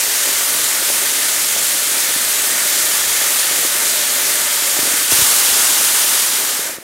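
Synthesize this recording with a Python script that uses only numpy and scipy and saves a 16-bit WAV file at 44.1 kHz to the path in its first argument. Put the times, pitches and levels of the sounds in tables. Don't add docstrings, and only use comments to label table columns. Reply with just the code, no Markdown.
import sys
import numpy as np
from scipy import signal
from scipy.fft import rfft, irfft, next_fast_len
from scipy.io import wavfile
from scipy.ndimage import uniform_filter1d, map_coordinates

SR = 44100
rng = np.random.default_rng(int(sys.argv[2]) if len(sys.argv) > 2 else 0)


def store_pcm(level_fs):
    pcm = np.round(np.clip(level_fs, -1, 1) * 32767).astype(np.int16)
    wavfile.write(sys.argv[1], SR, np.atleast_2d(pcm).T)


N = 301203

# frequency in Hz, relative level in dB.
NARROW_HISS = [(300, -64), (1200, -27), (2400, -8.5), (3200, -2.5), (4300, -2.5), (5200, -3), (6800, 0.14),
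               (8200, -0.3), (9400, 1), (10300, -1.5), (11500, -2.5), (13300, -4), (14500, -5.5),
               (15700, -10.5)]
WIDE_HISS = [(300, -60), (1200, -51), (2300, -12), (2800, -4), (4400, -4.5), (5500, -3.5), (6900, -1.5),
             (7700, -2), (9100, -0.5), (10300, -3), (11500, -3.5), (13300, -6), (14500, -6.5), (15700, -11)]
NARROW_ROAR = [(100, -50), (500, -29), (780, -9), (900, -5), (1030, -6), (1300, -2), (1550, -1),
               (1800, 0.5), (2150, 0), (2550, -5), (3300, -13.5), (5000, -50)]
WIDE_ROAR = [(100, -50), (500, -29), (780, -3.5), (1000, -1.5), (1250, 0), (1650, 1.5), (2000, 0.5),
             (2400, -1.5), (3300, -30), (5000, -47)]
# frequency in Hz, relative level in dB.
RUMBLE_SPECTRUM = [(20, -28), (50, -20), (80, -15.5), (160, -7), (220, -4), (300, -2), (430, 1.5),
                   (520, 0.5), (690, 0.5), (800, -4.5), (1100, -21), (2500, -38)]
THROB_SPECTRUM = [(20, -22), (50, -5), (85, 2.5), (130, -4.5), (300, -23), (1000, -70)]
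SPIT_SPECTRUM = [(60, -40), (300, -2), (700, 1), (1200, -1), (2000, -14), (5000, -45)]
# frequency in Hz, side against mid in dB.
STEREO_WIDTH = [(30, -17), (130, -11.5), (300, -25), (700, -19.5), (1400, -64), (15000, -62)]
# middle in seconds, level in dB, pitch in Hz.
LOUD_PUFFS = [(.275, -20, 536), (.292, -20, 480), (.902, -15, 716), (1.565, -18.5, 650), (2.164, -25, 280),
              (3.218, -21, 450), (3.513, -18, 500), (3.591, -20, 420), (3.651, -17.5, 470),
              (4.769, -16, 700), (4.791, -16, 380), (4.832, -20, 290), (4.877, -22, 330), (4.94, -20, 300),
              (5.121, -13.5, 710), (5.192, -22, 400), (5.221, -20, 420), (5.812, -16, 600),
              (6.594, -22, 380), (6.696, -25, 450), (6.785, -24, 400)]
GAS_THUMPS = [(4.797, -34, 130), (5.123, -18, 290), (5.131, -23, 110), (5.143, -33, 65), (5.193, -26, 130),
              (5.221, -27, 170), (5.228, -24, 90), (5.518, -37, 70), (6.786, -34, 170)]
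# middle and half length in seconds, gain in dB.
PLUME_SPELLS = [(4.583, .1, -2.5), (4.88, .12, 2.5), (5.05, .035, -4.5), (6.2, .18, -2)]
# delay in seconds, share of the direct sound.
GROUND_ECHOES = [(.0033, 0.13), (.0069, .04), (.0073, .04), (0.0182, .03)]

# early level in dB, dB added by the full jet, dB added by the wide flame, dB per dB of thrust.
HISS_LAW = (-15.9, .25, -.5, 1)
ROAR_LAW = (-26.5, .9, -1.3, .76)
RUMBLE_LAW = (-36, .8, 0, .4)
THROB_LAW = (-57.5, -3.3, -4, .9)
TUBE_LAW = (-45.5, 3.6, -10, 1)

FILL_AT_S, FILL_S = 2.45, .28
FLARE_AT_S, ATTACK_S, FLARE_DB = 5.1, .017, 4.8
OVERSHOOT_DB, OVERSHOOT_S, SAG_DB_PER_S = .6, .049, 2.75
BURNOUT_AT_S, BURNOUT_S, EMBERS_DB = 6.795, .205, -23.5


def jet(spell_share=.46):
    _, _, wide = burn()
    hiss = np.sqrt(1 - wide) * turbulence(NARROW_HISS, patchy_db=.65)
    hiss += np.sqrt(wide) * turbulence(WIDE_HISS, patchy_db=.5)
    roar = np.sqrt(1 - wide) * turbulence(NARROW_ROAR, patchy_db=.75)
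    roar += np.sqrt(wide) * turbulence(WIDE_ROAR, patchy_db=.2)
    flutter_db = .2 * wobble(14) + .45 * wobble(130)
    roar_db = level_db(ROAR_LAW) + spell_share * plume_spells_db()
    return amp(flutter_db) * (amp(level_db(HISS_LAW)) * hiss + amp(roar_db) * roar)


def rumble():
    body = turbulence(RUMBLE_SPECTRUM, patchy_db=.37)
    lumps = amp(1.35 * wobble(70))
    body_db = level_db(RUMBLE_LAW) + plume_spells_db()
    throb = turbulence(THROB_SPECTRUM, patchy_db=1.5)
    throb_db = level_db(THROB_LAW) + spell(middle_s=3.0, half_s=.38, gain_db=9)
    return amp(body_db) * unit(body * lumps) + amp(throb_db) * throb


def sputter(faint_count=70, faint_db=-29.5, faint_hz=560, spit_db=-7):
    when, size, pitch = rng.uniform(-1, 1, (faint_count, 3)).T
    times = (when + 1) / 2 * BURNOUT_AT_S
    faint_puffs = np.column_stack([times, faint_db + 4 * size, faint_hz * 1.6 ** pitch])
    puffs = bursts(LOUD_PUFFS, cycles=.61) + bursts(faint_puffs, cycles=.61)
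    spit = uniform_filter1d(np.abs(puffs), size=250) * turbulence(SPIT_SPECTRUM, patchy_db=0)
    return puffs + amp(spit_db) * spit + bursts(GAS_THUMPS, cycles=.55)


def tube(hz=586, width_hz=36, drift=.032):
    phase = 2 * np.pi * np.cumsum(hz * (1 + drift * wobble(7))) / SR
    swell = wobble(2 * width_hz) + 1j * wobble(2 * width_hz)
    return amp(level_db(TUBE_LAW)) * unit(np.real(swell * np.exp(1j * phase)))


def outdoors(x, dull_hz=2500):
    def echoes(hz):
        return sum(share * np.exp(-2j * np.pi * hz * delay) for delay, share in GROUND_ECHOES)
    return filtered(x, lambda hz: 1 + echoes(hz) / (1 + 1j * hz / dull_hz))


def burn():
    t = np.arange(N) / SR
    full = np.clip((t - FILL_AT_S) / FILL_S + .5, 0, 1)
    flared = np.clip((t - FLARE_AT_S) / ATTACK_S, 0, 1)
    age = np.maximum(t - FLARE_AT_S - ATTACK_S, 0)
    flare_db = flared * (FLARE_DB + OVERSHOOT_DB * np.exp(-age / OVERSHOOT_S) - SAG_DB_PER_S * age)
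    fuel = 1 - np.exp(np.minimum(t - BURNOUT_AT_S, 0) / BURNOUT_S)
    thrust_db = 20 * np.log10(np.hypot(fuel * amp(flare_db), amp(EMBERS_DB)))
    return thrust_db, full, flared * fuel


def level_db(law):
    early_db, full_db, wide_db, follows = law
    thrust_db, full, wide = burn()
    return early_db + full_db * full + wide_db * wide + follows * thrust_db


def plume_spells_db():
    return sum(spell(*row) for row in PLUME_SPELLS)


def spell(middle_s, half_s, gain_db):
    return gain_db * np.exp(-((np.arange(N) / SR - middle_s) / half_s) ** 2)


def turbulence(spectrum, patchy_db):
    cells = signal.stft(rng.standard_normal((2, N)), nperseg=512)[2]
    eddies = uniform_filter1d(rng.standard_normal(cells.shape[1:]), size=20, axis=0)
    eddies = uniform_filter1d(eddies, size=14, axis=1)
    noise = signal.istft(cells * amp(patchy_db * unit(eddies)), nperseg=512)[1][:, :N]
    mid = filtered(noise[0], lambda hz: amp(along(spectrum, hz)))
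    side = filtered(noise[1], lambda hz: amp(along(spectrum, hz) + along(STEREO_WIDTH, hz)))
    return unit(np.array([mid + side, mid - side]))


def bursts(rows, cycles):
    padded = np.zeros(N + 2 * SR)
    t = np.arange(-SR // 20, SR // 20) / SR
    for middle_s, db, hz in rows:
        phase = rng.uniform(0, 2 * np.pi)
        swing = np.exp(-(hz * t / cycles) ** 2) * np.sin(2 * np.pi * hz * t + phase)
        start = SR + round((middle_s + t[0]) * SR)
        padded[start:start + len(t)] += amp(db) * swing
    return padded[SR:SR + N]


def wobble(rate):
    knots = rng.standard_normal(int(N * rate / SR) + 4)
    return map_coordinates(knots, [np.arange(N) * rate / SR])


def filtered(x, response):
    size = next_fast_len(N + SR // 2)
    return irfft(rfft(x, size) * response(np.fft.rfftfreq(size, 1 / SR)), size)[..., :N]


def along(points, hz):
    point_hz, point_db = np.transpose(points)
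    return np.interp(np.log(hz + 1), np.log(point_hz + 1), point_db)


def amp(db):
    return 10 ** (np.asarray(db) / 20)


def unit(x):
    return x / np.sqrt(np.mean(x ** 2) + 1e-20)


def scene():
    return outdoors(jet() + rumble() + tube() + sputter())


def record(dry, ceiling=.82, hardness=6, top_hz=15800):
    rounded = dry / (1 + np.abs(dry / ceiling) ** hardness) ** (1 / hardness)
    return filtered(rounded, lambda hz: hz < top_hz)


dry = scene()
out = record(dry)
store_pcm(out)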